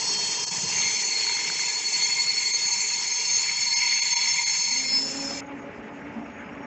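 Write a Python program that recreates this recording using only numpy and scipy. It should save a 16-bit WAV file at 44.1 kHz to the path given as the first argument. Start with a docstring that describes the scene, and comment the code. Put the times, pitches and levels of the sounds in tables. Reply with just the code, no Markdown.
"""An open platform, with a braking train squealing away from the microphone; then a roofed platform.
Out in the open, wheels sing as near-pure tones and ring as families of narrow noise-driven modes,
over rumble, a few dry knocks and the broad noise hiss of rubbing steel. A crossfade leads under the roof,
where a slow electric locomotive hums in rough motor orders and a noisy drone, with a dull roar of
coloured noise and a faint far squeal behind it. A moment later the braking train is cut off at once."""
import sys
import numpy as np
from scipy import signal
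from scipy.fft import rfft, irfft, next_fast_len
from scipy.io import wavfile

SR = 44100
rng = np.random.default_rng(int(sys.argv[2]) if len(sys.argv) > 2 else 0)


def log_audio(samples):
    """Write samples as a 16-bit WAV file to the path given in sys.argv[1]."""
    # one column per channel
    frames = np.atleast_2d(samples).T
    # limit to full scale, then quantise
    limited = np.clip(frames, -1, 1)
    pcm = np.round(limited * 32767).astype(np.int16)
    wavfile.write(sys.argv[1], SR, pcm)


def gain_from_db(level_db):
    """Turn a decibel level (scalar or array-like) into a linear amplitude factor."""
    decades = np.asarray(level_db, float) / 20
    return 10 ** decades


N = 293691
TIME_S = np.arange(N) / SR


def in_time(rows):
    """Columns of a curve table, interpolated sample by sample."""
    at_s, *columns = np.transpose(rows)
    return [np.interp(TIME_S, at_s, column) for column in columns]


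def rms_one(x):
    """Scales to unit power."""
    return x / np.sqrt(np.mean(x ** 2) + 1e-20)


def drift(rate_hz):
    """Slow random wander of spread 1: white noise through a double pole, at a fortieth of the sample rate."""
    pole = np.exp(-80 * np.pi * rate_hz / SR)
    white = rng.standard_normal(N // 40 + 2002)
    slow = signal.lfilter([1], [1, -2 * pole, pole * pole], white)[2000:]  # start-up left out
    return np.interp(np.arange(N) / 40, np.arange(len(slow)), rms_one(slow))


def spells(rows, slope_db_per_s):
    """Level in dB: spells hold from start to end and slope away on both sides; the loudest rules."""
    levels = []
    for start_s, end_s, db in rows:
        # a spell that ends before its start never quite reaches its level
        outside_s = np.maximum(np.maximum(start_s - TIME_S, TIME_S - end_s), 0)
        levels.append(db - slope_db_per_s * outside_s)
    return np.max(levels, axis=0)


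def coloured(spectrum, low_hz, high_hz, patchy_db):
    """Noise of a given colour, unit power between two edges before each half octave flickers by itself."""
    size = next_fast_len(N)
    hz = np.maximum(np.fft.rfftfreq(size, 1 / SR), 1)
    at_hz, at_db = np.transpose(spectrum)
    colour = gain_from_db(np.interp(np.log(hz), np.log(at_hz), at_db))
    bins = rfft(rng.standard_normal(size)) * colour
    half_octaves = 2 * np.log2(np.clip(hz, at_hz[0], at_hz[-1]) / at_hz[0])  # above the lowest point
    out = 0
    for k in range(int(half_octaves.max()) + 2):
        band = irfft(bins * np.clip(1 - abs(half_octaves - k), 0, 1), size)[:N]
        out = out + band * gain_from_db(patchy_db * drift(24.0))
    return out / np.std(irfft(bins * (hz > low_hz) * (hz < high_hz), size))


def rubbed(pitches_hz, modes, patchy_db):
    """Friction noise through each mode's resonator twice; modes swell and fade singly, unit power in all."""
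    out = 0
    for hz, (width_hz, db) in zip(pitches_hz, modes):
        pole = np.exp(-np.pi * 1.5 * width_hz / SR)  # two wider resonators in a row narrow to the width
        section = [1, 0, -1, 1, -2 * pole * np.cos(2 * np.pi * hz / SR), pole * pole]
        rung = rms_one(signal.sosfilt([section, section], rng.standard_normal(N)))
        out = out + rung * np.sqrt(width_hz) * gain_from_db(db + patchy_db * drift(10.1))
    return rms_one(out)


def tone(hz, db, rough, rate_hz):
    """A self-sustained tone; roughness spreads part of its power into a noisy skirt."""
    wobble = 1 + rough * (drift(rate_hz) + 1j * drift(rate_hz))
    wobble = wobble / np.sqrt(1 + 2 * rough ** 2)
    turning = np.exp(2j * np.pi * np.cumsum(hz) / SR)
    return np.sqrt(2) * gain_from_db(db) * np.real(wobble * turning)


# brake pressure: (time [s], level [dB about usual])
BRAKE_PRESSURE = [(0, 4), (.12, 2), (.5, -0.5), (.85, 5), (1.05, -3), (1.28, 3), (1.9, -2.5), (2.02, 1.5),
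                  (2.4, -0.5), (2.65, 0), (3.35, -2.5), (3.45, 2), (3.72, 0.5), (3.82, 6), (4.25, 6),
                  (4.5, 2.5), (4.7, -1.5), (4.8, 2), (4.87, 3), (5.0, 1.5), (5.4, 12)]


def braking(usual_db, share, off_db, db_per_s):
    """Level in dB of a layer that answers brake pressure, the near shoe's grip and the passing time."""
    bite_s, release_s, ramp_s = .77, 4.97, .14  # the near shoe grips fully between bite and release
    off = np.clip(np.maximum(bite_s - TIME_S, TIME_S - release_s) / ramp_s, 0, 1)
    return usual_db + share * in_time(BRAKE_PRESSURE)[0] + off_db * off + db_per_s * TIME_S


# brief dips, full in rumble and hiss, slight in the noisy wheel modes: (time [s], level [dB])
BRIEF_DIPS = [(0.459, -19), (0.503, -14), (2.524, -14), (3.751, -20), (4.01, -22), (4.152, -26),
              (4.452, -26), (4.869, -14)]


def dips_db():
    """Level in dB that dips briefly now and then, each dip a bell curve in time."""
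    dip_s = .008
    return sum(db * np.exp(-((TIME_S - at_s) / dip_s) ** 2) for at_s, db in BRIEF_DIPS)


# dull roar under the roof: (frequency [Hz], relative level per hertz [dB])
ROOF_ROAR_COLOUR = [(20, -54), (60, -7), (120, -9), (200, -3), (300, -5.5), (420, -7.5), (700, -9.5),
                    (1000, -11), (1600, -12.5), (2200, -11.5), (2800, -18.5), (3300, -30), (4000, -36.5),
                    (7400, -40), (8000, -56)]
# modes of a far squeal: (pitch [Hz]), then (width [Hz], relative level per hertz of width [dB])
FAR_SQUEAL_HZ = [6600, 5090, 5590, 6050]
FAR_SQUEAL_MODES = [(60, -0.5), (30, -4), (50, -6.5), (35, -10)]


def roofed_platform():
    """Distant background under the roof: a roar of coloured noise and a faint squeal of noise-driven modes."""
    roar = gain_from_db(-44) * coloured(ROOF_ROAR_COLOUR, 320, 2200, patchy_db=2.5)
    return roar + gain_from_db(-67) * rubbed(FAR_SQUEAL_HZ, FAR_SQUEAL_MODES, patchy_db=5.5)


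# rumble, then its deep part: (frequency [Hz], relative level per hertz [dB])
RUMBLE_SPECTRUM = [(120, -36), (200, -13.5), (297, -11.5), (453, -2), (514, -13), (609, -15.5), (951, -4.5),
                   (1070, -13), (1500, -24), (1950, -43), (3300, -120)]
DEEP_SPECTRUM = [(20, -48.5), (50, -29.5), (90, -9), (160, -0.5), (220, -4.5), (300, -23)]
# swells of the deep part: (start [s], end [s], level [dB])
DEEP_SPELLS = [(0, 6.2, -59), (0, .2, -53), (.22, 0.25, -48), (.44, 0.86, -48), (.55, 0.735, -46),
               (.75, 0.97, -51.5), (1.5, 1.5, -56), (2.44, 2.52, -56.5), (3.3, 4.4, -57.5),
               (3.94, 3.5, -56)]


def receding_rumble():
    """Coloured noise that recedes with the train, over a deep part that swells and sinks; both dip."""
    rumble = gain_from_db(-47.5 - 3 * TIME_S) * coloured(RUMBLE_SPECTRUM, 300, 560, patchy_db=2.9)
    deep_db = spells(DEEP_SPELLS, slope_db_per_s=88.5)
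    deep = gain_from_db(deep_db) * coloured(DEEP_SPECTRUM, 40, 230, patchy_db=3.1)
    return (rumble + deep) * gain_from_db(dips_db())


# hiss of rubbing steel, middle and treble: (frequency [Hz], relative level per hertz [dB])
HISS_COLOUR = [(650, -20), (1100, -11), (1500, -11), (2100, 1.5), (2700, -2.5), (3900, -7.5), (4700, -8),
               (5200, -36.5)]
TREBLE_COLOUR = [(4300, -22), (4900, -4.5), (5300, -2.5), (6400, -6), (7200, -8.5), (7450, -15),
                 (7750, -6.5), (8200, -13), (8450, -13)]
# weak modes in each hiss: (pitch [Hz]), then (width [Hz], relative level per hertz of width [dB])
FAINT_PITCHES = [3300, 2790, 2620, 3640, 1725, 2430, 3530]
FAINT_MODES = [(150, -2.5), (80, 1), (76.4, 1), (42, -2), (50, -4.5), (36, -0.5), (25, -3.5)]
FADING_PITCHES = [5080, 5590, 5700, 5930, 6022, 6640, 7650, 7750, 7884, 8117, 8270]
FADING_MODES = [(72, 0), (34, 0), (98, -11), (50, -1), (30, 0.5), (45, 0), (50, -4.5), (40, -8), (14, -15),
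                (14, -13), (20, -3.5)]  # strongest while the train is near
# answers to the brake: (usual level [dB], share of pressure swing, change with the shoe off [dB], [dB/s])
HISS_ANSWER = (-43.5, .5, -2.55, -0.6)
TREBLE_ANSWER = (-45, -0.12, 2.5, -1.5)


def rubbing_steel():
    """Broad friction noise with weak modes in it; its middle and treble answer the brake and both dip."""
    hiss = coloured(HISS_COLOUR, 2454, 4000, patchy_db=3.1)
    hiss = hiss + gain_from_db(2.5) * rubbed(FAINT_PITCHES, FAINT_MODES, patchy_db=3.5)
    treble = coloured(TREBLE_COLOUR, 7050, 8300, patchy_db=3.4)
    treble = treble + gain_from_db(6.5) * rubbed(FADING_PITCHES, FADING_MODES, patchy_db=1.0)
    both = gain_from_db(braking(*HISS_ANSWER)) * hiss + gain_from_db(braking(*TREBLE_ANSWER)) * treble
    return both * gain_from_db(dips_db())


# dry knocks: (time [s], level before damping and soft start [dB], ring [Hz])
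KNOCKS = [(1.267, -25, 1500), (1.295, -26, 1550), (1.329, -28, 1550), (1.368, -29, 1450), (1.39, -28, 1750),
          (1.447, -27, 1650), (1.5, -19, 1560), (1.594, -22, 1800)]


def knocks():
    """Short dry knocks, each a quickly damped ring with a soft start."""
    out, t = np.zeros(N), np.arange(2000) / SR
    t60_s = .009
    for at_s, db, hz in KNOCKS:
        at = round(at_s * SR)
        decay = gain_from_db(db - 60 * t / t60_s)
        soft_start = 1 - np.exp(-t / 0.00009)
        out[at:at + len(t)] += decay * soft_start * np.sin(2 * np.pi * hz * t)
    return out


# motor pitch: (time [s], frequency [Hz])
MOTOR_PITCH = [(4.55, 255.4), (5.0, 270.1), (5.2, 277.4), (5.5, 282), (6, 287.6), (6.66, 287.2)]
# motor load: (time [s], level [dB about usual])
MOTOR_SWELL = [(4.55, 2), (5.1, 0.8), (5.34, 4), (5.7, -1.5), (5.82, -3), (5.95, -0.3), (6.2, 0),
               (6.4, -3.5), (6.66, 1.5)]
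# motor orders: (multiple of the pitch, relative level [dB], roughness)
ORDERS = [(1, 1, 0.7), (2, -7, 1.5), (3, -7.5, 2.5)]
# drone modes: (pitch [Hz]), then (width [Hz], relative level per hertz of width [dB])
DRONE_PITCHES = [230, 180, 415, 690]
DRONE_MODES = [(21, 1), (14, -18), (62, -10.5), (33.3, -15.5)]
# drone swells: (start [s], end [s], level [dB])
DRONE_SWELLS = [(4.55, 5.32, -42), (5.55, 6.1, -44), (6.22, 6.3, -41), (6.3, 6.66, -44.5)]


def locomotive():
    """Rough motor orders on one pitch that climbs and levels off, with a drone of noise-driven modes."""
    pitch_hz = in_time(MOTOR_PITCH)[0]
    motor_db = -44 + in_time(MOTOR_SWELL)[0]
    motor = sum(tone(k * pitch_hz, motor_db + db, rough, rate_hz=7.8 * k) for k, db, rough in ORDERS)
    drone_db = spells(DRONE_SWELLS, slope_db_per_s=72)
    return motor + gain_from_db(drone_db) * rubbed(DRONE_PITCHES, DRONE_MODES, patchy_db=4.0)


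def wheel_family(level_db, pitches_hz, modes):
    """A family of noisy wheel modes, which partly ring on through the dips."""
    return gain_from_db(level_db + 0.17 * dips_db()) * rubbed(pitches_hz, modes, patchy_db=2.5)


# families that answer the brake: (pitch [Hz]), then (width [Hz], relative level per hertz of width [dB])
GROAN_PITCHES = [950, 845]
GROAN_MODES = [(60, 4), (60, -6)]
GRIND_PITCHES = [2140, 2070, 2220, 2305, 2400]
GRIND_MODES = [(22, 0), (72, -6), (120, -7), (35, -5), (116, -13.5)]
SKIRT_PITCHES = [4230, 4345, 4460]
SKIRT_MODES = [(130, -1), (50, 2), (70, -1)]
# answers to the brake: (usual level [dB], share of pressure swing, change with the shoe off [dB], [dB/s])
GROAN_ANSWER = (-48.5, 0.37, -1, 0.6)
GRIND_ANSWER = (-39.5, 0.78, -35, 0.71)
SKIRT_ANSWER = (-39, 0.14, -7, 0.92)


def braked_wheels():
    """Noise-driven modes that follow the brake: a low groan, a grainy grind, a skirt about the upper tone."""
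    groan_db = braking(*GROAN_ANSWER) - 7 * np.maximum(TIME_S - 4.6, 0)  # dies away from 4.6 s
    grind_db = braking(*GRIND_ANSWER) + 2 * drift(27)  # flickers grainily
    out = wheel_family(groan_db, GROAN_PITCHES, GROAN_MODES)
    out = out + wheel_family(grind_db, GRIND_PITCHES, GRIND_MODES)
    return out + wheel_family(braking(*SKIRT_ANSWER), SKIRT_PITCHES, SKIRT_MODES)


# mid and high squeal: (pitch [Hz]), then (width [Hz], relative level per hertz of width [dB])
MID_PITCHES = [5372, 5412, 5250, 5120]
MID_MODES = [(30.8, 6.5), (20, -0.5), (69, -9.5), (97, -5.5)]
HIGH_PITCHES = [6944, 6980, 6912, 6850, 7350, 7130, 7300, 6245, 7040]
HIGH_MODES = [(25, 1), (22, -3.5), (24, -0.5), (50, -7), (22, -2.5), (15, -14.5), (40, -15.5), (80, -7.5),
              (40, -9.5)]
# their spells: (start [s], end [s], level [dB])
MID_SOUNDS = [(0, 2.8, -44), (.1, 0.15, -36), (.3, 0.7, -41), (.88, 0.94, -36), (1.4, 3.7, -41),
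              (3.0, 3.5, -36.5), (3.65, 5.3, -34), (4.4, 7.8, -40)]
HIGH_SOUNDS = [(0, 0.59, -40), (.62, 4.7, -35), (1.85, 2.18, -31.5), (2.68, 2.92, -31), (3.3, 3.45, -32.5),
               (4.1, 4.03, -28.5), (4.7, 5.4, -33.5)]


def squealing_wheels():
    """Mid and high squeal: two families of noise-driven modes that come and go in spells."""
    slope_db_per_s = 54.5
    mid = wheel_family(spells(MID_SOUNDS, slope_db_per_s), MID_PITCHES, MID_MODES)
    return mid + wheel_family(spells(HIGH_SOUNDS, slope_db_per_s), HIGH_PITCHES, HIGH_MODES)


# bursting family: (pitch [Hz]), then (width [Hz], relative level per hertz of width [dB])
BURST_PITCHES = [6370, 6465, 6555, 6330]
BURST_MODES = [(22.2, 3), (25, -16), (70, -9), (49.7, -6.5)]
# bursts: (time [s], reference level for tone and noise [dB])
BURST_PEAKS = [(.32, -37), (.8, -27), (1.07, -33.5), (1.35, -31), (1.64, -36), (1.74, -42), (2.03, -35),
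               (2.41, -33), (2.54, -31.5), (2.68, -28), (2.94, -29.5), (3.15, -27.5), (3.34, -24),
               (3.63, -28), (3.76, -25), (3.92, -26), (4.14, -24.5), (4.33, -25.5), (4.53, -25),
               (4.66, -27), (4.74, -27), (4.765, -31)]
# quieter bed under them: (start [s], end [s], level [dB])
BED_SPELLS = [(0, 2.5, -41), (2.5, 4, -35.5), (3.35, 4, -41), (3.62, 4.76, -31.5), (4.78, 6.9, -39)]


def bursting_wheel():
    """A mode that comes in bursts: a rough sung core, and a noisy family that also sounds between them."""
    hold_s, slope_db_per_s = 0.021, 197  # held this long on each side of the peak
    held = [(at_s - hold_s, at_s + hold_s, db) for at_s, db in BURST_PEAKS]
    bursts_db = spells(held, slope_db_per_s)
    core = tone(np.full(N, BURST_PITCHES[0]), bursts_db - 5.5, rough=.4, rate_hz=12.0)
    noise_db = np.maximum(bursts_db - 1.5, spells(BED_SPELLS, slope_db_per_s))
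    return core + wheel_family(noise_db, BURST_PITCHES, BURST_MODES)


# split upper wheel tone: (time [s], middle frequency [Hz], spacing [Hz])
SPLIT_PITCH = [(0, 4385, 12.4), (1.25, 4384, 12.6), (1.75, 4384, 11.6), (2.2, 4385, 11.6),
               (2.8, 4387, 11.6), (3.3, 4388, 11), (4, 4385, 9.8), (5, 4387, 9)]
# spells of its lower, middle and upper line, a list each: (start [s], end [s], level [dB])
SPLIT_SOUNDS = [
    [(0, .55, -37), (.1, .25, -29.5), (.85, 1.3, -34), (1.3, 1.52, -39.5), (1.98, 2.3, -30),
     (2.3, 2.72, -31.5), (3, 4.78, -38), (3.68, 4.15, -31.5)],
    [(.75, 1.15, -48), (1.62, 1.8, -41.5), (1.88, 2.3, -32.5), (2.3, 2.62, -34.5), (2.7, 4.78, -53.5)],
    [(0, .5, -43), (.65, 1.05, -38), (1.1, 1.3, -32), (1.5, 2.1, -35), (2.18, 2.55, -32.5),
     (2.55, 3.3, -35.5), (3.3, 3.45, -31.5), (3.62, 3.72, -29.5), (3.72, 4.25, -31.5), (4.4, 4.78, -33)],
]


def split_wheel_tone():
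    """Three near-pure lines that throb at their spacing, until the wheel falls silent."""
    middle_hz, spacing_hz = in_time(SPLIT_PITCH)
    carrier = 2 * np.pi * np.cumsum(middle_hz) / SR
    throb = 2 * np.pi * np.cumsum(spacing_hz) / SR
    throb = throb - throb[round(2.209 * SR)]  # the lines nearly align in phase at 2.209 s
    dying_db = 200 * np.maximum(TIME_S - 4.78, 0)
    out = 0
    for side, rows in zip((-1, 0, 1), SPLIT_SOUNDS):
        level = gain_from_db(spells(rows, slope_db_per_s=50) - dying_db)
        out = out + np.sqrt(2) * level * np.cos(carrier + side * throb + 0.3 * drift(12.0))
    return out


# single singing wheels: (pitch at 0 s [Hz], rise [Hz/s], roughness)
SINGING_WHEELS = [(4271, 10, .4), (5224, 2, .3), (6184, 14, .5), (6303, 5, .7), (3178, 0, .2),
                  (2308, 0, .5), (3400, 0, .4), (2138, 0, .6), (5160, 0, 2.0), (5410, 0, .6), (5590, 0, .8),
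                  (6020, 0, .4)]
# spells of each, in the same order, a list each: (start [s], end [s], level [dB])
SINGING_SPELLS = [
    [(.58, 1.1, -42), (.81, .86, -36), (1.16, 1.33, -31.5), (1.5, 1.77, -38), (2.01, 2.08, -34),
     (2.18, 2.56, -38), (2.68, 2.8, -37), (2.9, 2.97, -41), (3.26, 3.33, -33), (3.33, 3.52, -37),
     (3.65, 4.28, -37), (4.4, 4.97, -33), (4.97, 5.03, -40)],
    [(2.66, 2.76, -47), (3.05, 3.7, -45), (3.78, 3.84, -40), (3.9, 4.5, -47), (4.55, 4.9, -39),
     (4.9, 5.0, -28), (5.03, 5.06, -24), (4.94, 4.99, -21.5), (5.1, 5.4, -42)],
    [(.1, .6, -45), (.68, 1.12, -37), (.85, .95, -33), (1.12, 1.7, -47), (1.92, 2.15, -43), (2.7, 2.8, -46)],
    [(0, .6, -43), (.6, 1.15, -38), (1.2, 3.2, -44), (1.7, 1.78, -35), (2.0, 2.05, -36), (3.35, 3.43, -34),
     (3.75, 4.7, -41)],
    [(.14, .42, -42), (.6, .82, -51)],
    [(5.22, 5.4, -54), (5.35, 5.38, -34)],
    [(3.9, 4.45, -50), (4.15, 4.3, -45)],
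    [(.86, .95, -39), (1.25, 1.4, -43), (2.04, 2.25, -37), (2.25, 2.6, -41), (2.7, 2.95, -44),
     (3.75, 4.2, -41), (4.84, 4.89, -37)],
    [(4.8, 5.4, -38), (5.28, 5.38, -30)],
    [(5.08, 5.32, -36)],
    [(.09, .15, -36), (.42, .52, -41), (.75, .9, -44)],
    [(5.22, 5.36, -41)],
]


def singing_wheels():
    """Self-sustained tones, from near-pure to rough, some creeping up in pitch."""
    out = 0
    for (start_hz, rise, rough), rows in zip(SINGING_WHEELS, SINGING_SPELLS):
        level_db = spells(rows, slope_db_per_s=230)
        # a rougher singer also wavers faster
        out = out + tone(start_hz + rise * TIME_S, level_db, rough, rate_hz=30 * rough)
    return out


def scene():
    """Both places, with nothing heard above about 8.5 kHz; a crossfade joins them, the first cut in mid-sound."""
    top = signal.cheby2(16, 50, 8580, fs=SR, output="sos")
    wheels = braked_wheels() + squealing_wheels() + bursting_wheel() + split_wheel_tone() + singing_wheels()
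    open_platform = signal.sosfilt(top, receding_rumble() + rubbing_steel() + knocks() + wheels)
    under_roof = signal.sosfilt(top, roofed_platform() + locomotive())
    fade_s, fade_out_s, fade_in_s, cut_s = 4.58, 1.3, .6, 5.406  # linear fades; the fade-out is slower
    fade_out = np.clip(1 - (TIME_S - fade_s) / fade_out_s, 0, 1) * (TIME_S < cut_s)
    fade_in = np.clip((TIME_S - fade_s) / fade_in_s, 0, 1)
    return (open_platform * fade_out + under_roof * fade_in)[None]


def top_cut(x):
    """Nothing passes above the cut-off."""
    return signal.sosfilt(signal.butter(12, 15700, fs=SR, output="sos"), x)


def record(dry):
    """The microphone rolls off the deepest bass."""
    bass_cut = signal.butter(2, 57, "high", fs=SR, output="sos")
    mix = signal.sosfilt(bass_cut, dry)
    return top_cut(mix)


dry = scene()
out = record(dry)
log_audio(out)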